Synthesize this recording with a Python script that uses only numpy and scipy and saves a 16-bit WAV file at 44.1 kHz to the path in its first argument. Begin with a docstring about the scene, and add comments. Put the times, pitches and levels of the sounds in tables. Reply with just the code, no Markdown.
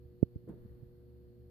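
"""Fingers bump a hand-held camera: one strong dull thump by the right microphone, then softer ones.
Each is a smooth push on the case with a touch of skin noise. A short scuff with a faint tick
trails off as a light rustle, and the grip creaks once. Behind it lies a quiet workshop:
a motor humming on mains power, a low room rumble and the hiss of the microphones."""
import sys
import numpy as np
from scipy import signal
from scipy.fft import rfft, irfft
from scipy.io import wavfile

SR = 44100
rng = np.random.default_rng(int(sys.argv[2]) if len(sys.argv) > 2 else 0)


def generate_wav(sig):
    """Save sig (samples, or channels by samples) to the path in sys.argv[1] as 16-bit PCM at SR."""
    pcm = np.round(np.clip(np.atleast_2d(sig).T, -1, 1) * 32767).astype(np.int16)
    wavfile.write(sys.argv[1], SR, pcm)


N = 66150
TIME, FREQS = np.arange(N) / SR, np.fft.rfftfreq(N, 1 / SR)


def gain_of(db):
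    """Decibels to gain."""
    return 10 ** (np.asarray(db) / 20)


def unit_rms(x):
    """Scales each channel to rms 1."""
    return x / np.sqrt(np.mean(abs(x) ** 2, axis=-1, keepdims=True) + 1e-30)


def curve(points):
    """Joins breakpoints over log frequency, one value per bin."""
    hz, value = np.transpose(points)
    return np.interp(np.log(FREQS + 1), np.log(hz + 1), value)


def pan(pan_db):
    """Stereo gains for a left-minus-right balance; the nearer side keeps its level."""
    balance = np.atleast_1d(pan_db)
    return gain_of(np.minimum([balance, -balance], 0))


def noise(spectrum, pan_db=0, likeness=0):
    """Stereo noise with the given spectral density; likeness 0 is wide, 1 is mono."""
    left, other = rfft(rng.standard_normal((2, N)))
    right = likeness * left + np.sqrt(1 - likeness ** 2) * other
    shaped = np.array([left, right]) * gain_of(curve(spectrum)) * pan(pan_db)
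    return irfft(shaped, N) * np.sqrt(SR / 2)


def resonance(hz, width_hz):
    """Two channels of noise held in one resonance, rms 1."""
    detune = (FREQS - hz) / width_hz
    white = rfft(rng.standard_normal((2, N)))
    return unit_rms(irfft(white / (1 + 2 * detune ** 2), N))


def envelope(start_s, rise_s, hold_s, fall_db_per_s):
    """Linear attack, hold, then a steady fall in decibels."""
    t = TIME - start_s
    return np.clip(t / rise_s, 0, 1) * gain_of(-fall_db_per_s * np.maximum(t - rise_s - hold_s, 0))


# Tone of the hiss: (frequency [Hz], density [dB/Hz])
HISS_SPECTRUM = [(500, -127), (2500, -124.5), (3900, -124.5), (4350, -116), (4750, -125), (5400, -132),
                 (6500, -135.5), (9500, -133), (11000, -125.5), (12400, -122.5), (13200, -124),
                 (14400, -118)]
# Where the hiss leans: (frequency [Hz], left minus right [dB])
HISS_BALANCE = [(2000, -2.5), (3500, 1), (4200, 5), (5000, 0.5), (8000, -0.5), (11000, 3), (14000, 1.5)]


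def microphone_hiss():
    """A thin, steady noise floor, each microphone making its own."""
    return noise(HISS_SPECTRUM, curve(HISS_BALANCE))


# Bass-heavy room tone: (frequency [Hz], density [dB/Hz])
RUMBLE_SPECTRUM = [(15, -97), (30, -86), (50, -88), (100, -85.5), (170, -84), (250, -89.5), (400, -97.5),
                   (580, -101), (800, -113), (1100, -118), (1850, -120), (2300, -129), (6000, -145)]
# How alike the rumble is at the two microphones: (frequency [Hz], likeness [0-1])
RUMBLE_IMAGE = [(40, 0.62), (100, 0.44), (200, 0.17), (400, 0.21), (700, 0.31), (1500, 0.075)]


def room_rumble():
    """A low bed of noise with one booming room resonance near the centre of the image."""
    mid, side = gain_of(-62) * resonance(hz=70.66, width_hz=5)
    boom = mid + 0.26 * np.array([side, -side])
    return boom + noise(RUMBLE_SPECTRUM, pan_db=-2.0, likeness=curve(RUMBLE_IMAGE))


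# Harmonics of the hum: (multiple of the magnetic pull [x], level [dB],
# left minus right [dB], right channel lag [rad], waver depth [0-1])
HUM_HARMONICS = [(1, -61.5, -2, 0.15, 0.2), (2, -73.5, 0, .5, 0.9), (3, -62.5, -1.5, 0.36, .04),
                 (4, -68, 1, 0.27, .04), (6, -90, -8.5, 1.1, 0), (10, -101, -6, .8, 0.2),
                 (13, -101, -3, 0.92, 0.2)]


def motor_hum(pull_hz=120, waver_hz=11):
    """Multiples of the magnetic pull, most of them wavering, reach the two microphones out of step."""
    hum = np.zeros((2, N))
    for multiple, db, pan_db, lag, depth in HUM_HARMONICS:
        phase = 2 * np.pi * (multiple * pull_hz * TIME + rng.random()) - np.array([[0], [lag]])
        waver = 1 + depth * (resonance(0, waver_hz) + 1j * resonance(0, waver_hz))
        harmonic = (waver * np.exp(1j * phase)).real
        hum += gain_of(db) * pan(pan_db) * unit_rms(harmonic)
    return hum


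def grip_creak():
    """One tiny creak of the grip: a blip of narrow, pitched noise."""
    tone = gain_of(-83) * resonance(hz=1910, width_hz=100)
    return tone * envelope(start_s=0.688, rise_s=0.007, hold_s=0.005, fall_db_per_s=800)


# Soft rubbing with a little air on top: (frequency [Hz], density [dB/Hz])
RUSTLE_SPECTRUM = [(60, -81.5), (220, -91), (400, -95.5), (700, -107), (1000, -112), (1850, -115),
                   (2300, -125), (3500, -126), (6500, -140), (9000, -133), (12000, -125), (14400, -123)]


def grip_rustle():
    """Light rubbing that dies away as the grip settles."""
    rub = noise(RUSTLE_SPECTRUM, pan_db=-1.0, likeness=0.14)
    return rub * envelope(start_s=0.47, rise_s=0.072, hold_s=0.17, fall_db_per_s=32.5)


# Low body of the scuff: (frequency [Hz], density [dB/Hz])
SCUFF_BODY = [(40, -89), (120, -74), (190, -68), (340, -70.5), (480, -75.5), (620, -94.5), (800, -100),
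              (1200, -116), (3000, -145)]
# Its midrange grit: (frequency [Hz], density [dB/Hz])
SCUFF_GRIT = [(300, -86), (600, -84.5), (850, -96), (1200, -98.5), (1850, -103), (2200, -113), (3300, -116),
              (5000, -130), (9000, -135)]
# Resonances the scuff rings: (frequency [Hz], width [Hz], rms level [dB])
SCUFF_MODES = [(905, 44, -71.5), (1524, 37, -78), (1966, 24, -89.5)]
# Its bright tick: (frequency [Hz], density [dB/Hz])
SCUFF_TICK = [(3000, -125), (6000, -124), (7500, -117), (11000, -111), (14000, -116)]


def scuff():
    """A dull scrape: low body, a gritty peak that rings faintly, and one small tick."""
    body = noise(SCUFF_BODY, pan_db=-2.5, likeness=0.73)
    body *= envelope(start_s=0.469, rise_s=0.01, hold_s=0.02, fall_db_per_s=153)
    ring = sum(gain_of(db) * resonance(hz, width_hz) for hz, width_hz, db in SCUFF_MODES)
    grit = noise(SCUFF_GRIT, pan_db=-0.5, likeness=0.41) + ring
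    grit *= envelope(start_s=0.471, rise_s=0.022, hold_s=0.0047, fall_db_per_s=325)
    tick = noise(SCUFF_TICK, pan_db=7.5)
    tick *= envelope(start_s=0.4865, rise_s=0.00079, hold_s=0.0026, fall_db_per_s=602)
    return body + grit + tick


# Finger hits: (time [s], half-length [s], level before the bass cut [dB], left minus right [dB])
FINGER_HITS = [(0.0556, 0.0019, -36, -8), (.2299, 0.0006, -3, -35), (0.3599, 0.00078, -27, 5),
               (0.3622, 0.00127, -23, -35), (0.4416, 0.001, -43, 3), (0.6502, 0.00094, -35.5, -9),
               (0.6589, 0.001, -36, 7.5), (0.694, 0.0027, -39.5, 19), (0.711, 0.0016, -38, 7),
               (0.726, 0.0025, -39.5, 5), (0.8259, 0.0012, -36, -14), (0.8338, 0.0011, -34, -16),
               (0.868, 0.0022, -40, 0)]
# Skin noise for a hit of 0 dB: (frequency [Hz], density [dB/Hz])
SKIN_SPECTRUM = [(200, -80.5), (800, -80), (1400, -84), (2200, -104), (3200, -108), (5000, -115),
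                 (14000, -119)]


def finger_bumps(case_hz=71, leak_hz=47.7, skin_fall_s=0.00351, skin_db_per_db=1.6):
    """Each bump is one smooth push on the case, with skin noise that comes out in the hard ones."""
    push, skin_level = np.zeros((2, N)), np.zeros(N)
    for peak_s, half_length_s, db, pan_db in FINGER_HITS:
        t = TIME - peak_s
        push -= gain_of(db) * pan(pan_db) * np.exp(-0.5 * (t / half_length_s) ** 2)
        attack = np.clip(t / half_length_s + 2, 0, 1)
        decay = np.exp(-np.maximum(t, 0) / skin_fall_s)
        skin_level += gain_of(skin_db_per_db * db) * attack * decay
    # The microphones lose the deep bass of a push.
    thumps = signal.lfilter(*signal.butter(2, case_hz, "high", fs=SR), push)
    thumps = signal.lfilter(*signal.butter(1, leak_hz, "high", fs=SR), thumps)
    return thumps + skin_level * noise(SKIN_SPECTRUM, pan_db=-10)


def scene():
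    """The steady workshop bed, with the handling sounds on top."""
    bed = microphone_hiss() + room_rumble() + motor_hum()
    return bed + grip_creak() + grip_rustle() + scuff() + finger_bumps()


def record(dry):
    """A steep low-pass takes off the air above 14.6 kHz."""
    low_pass = signal.firwin(511, 14600, window=("kaiser", 9), fs=SR)
    return signal.oaconvolve(dry, low_pass[None], "same")


dry = scene()
out = record(dry)
generate_wav(out)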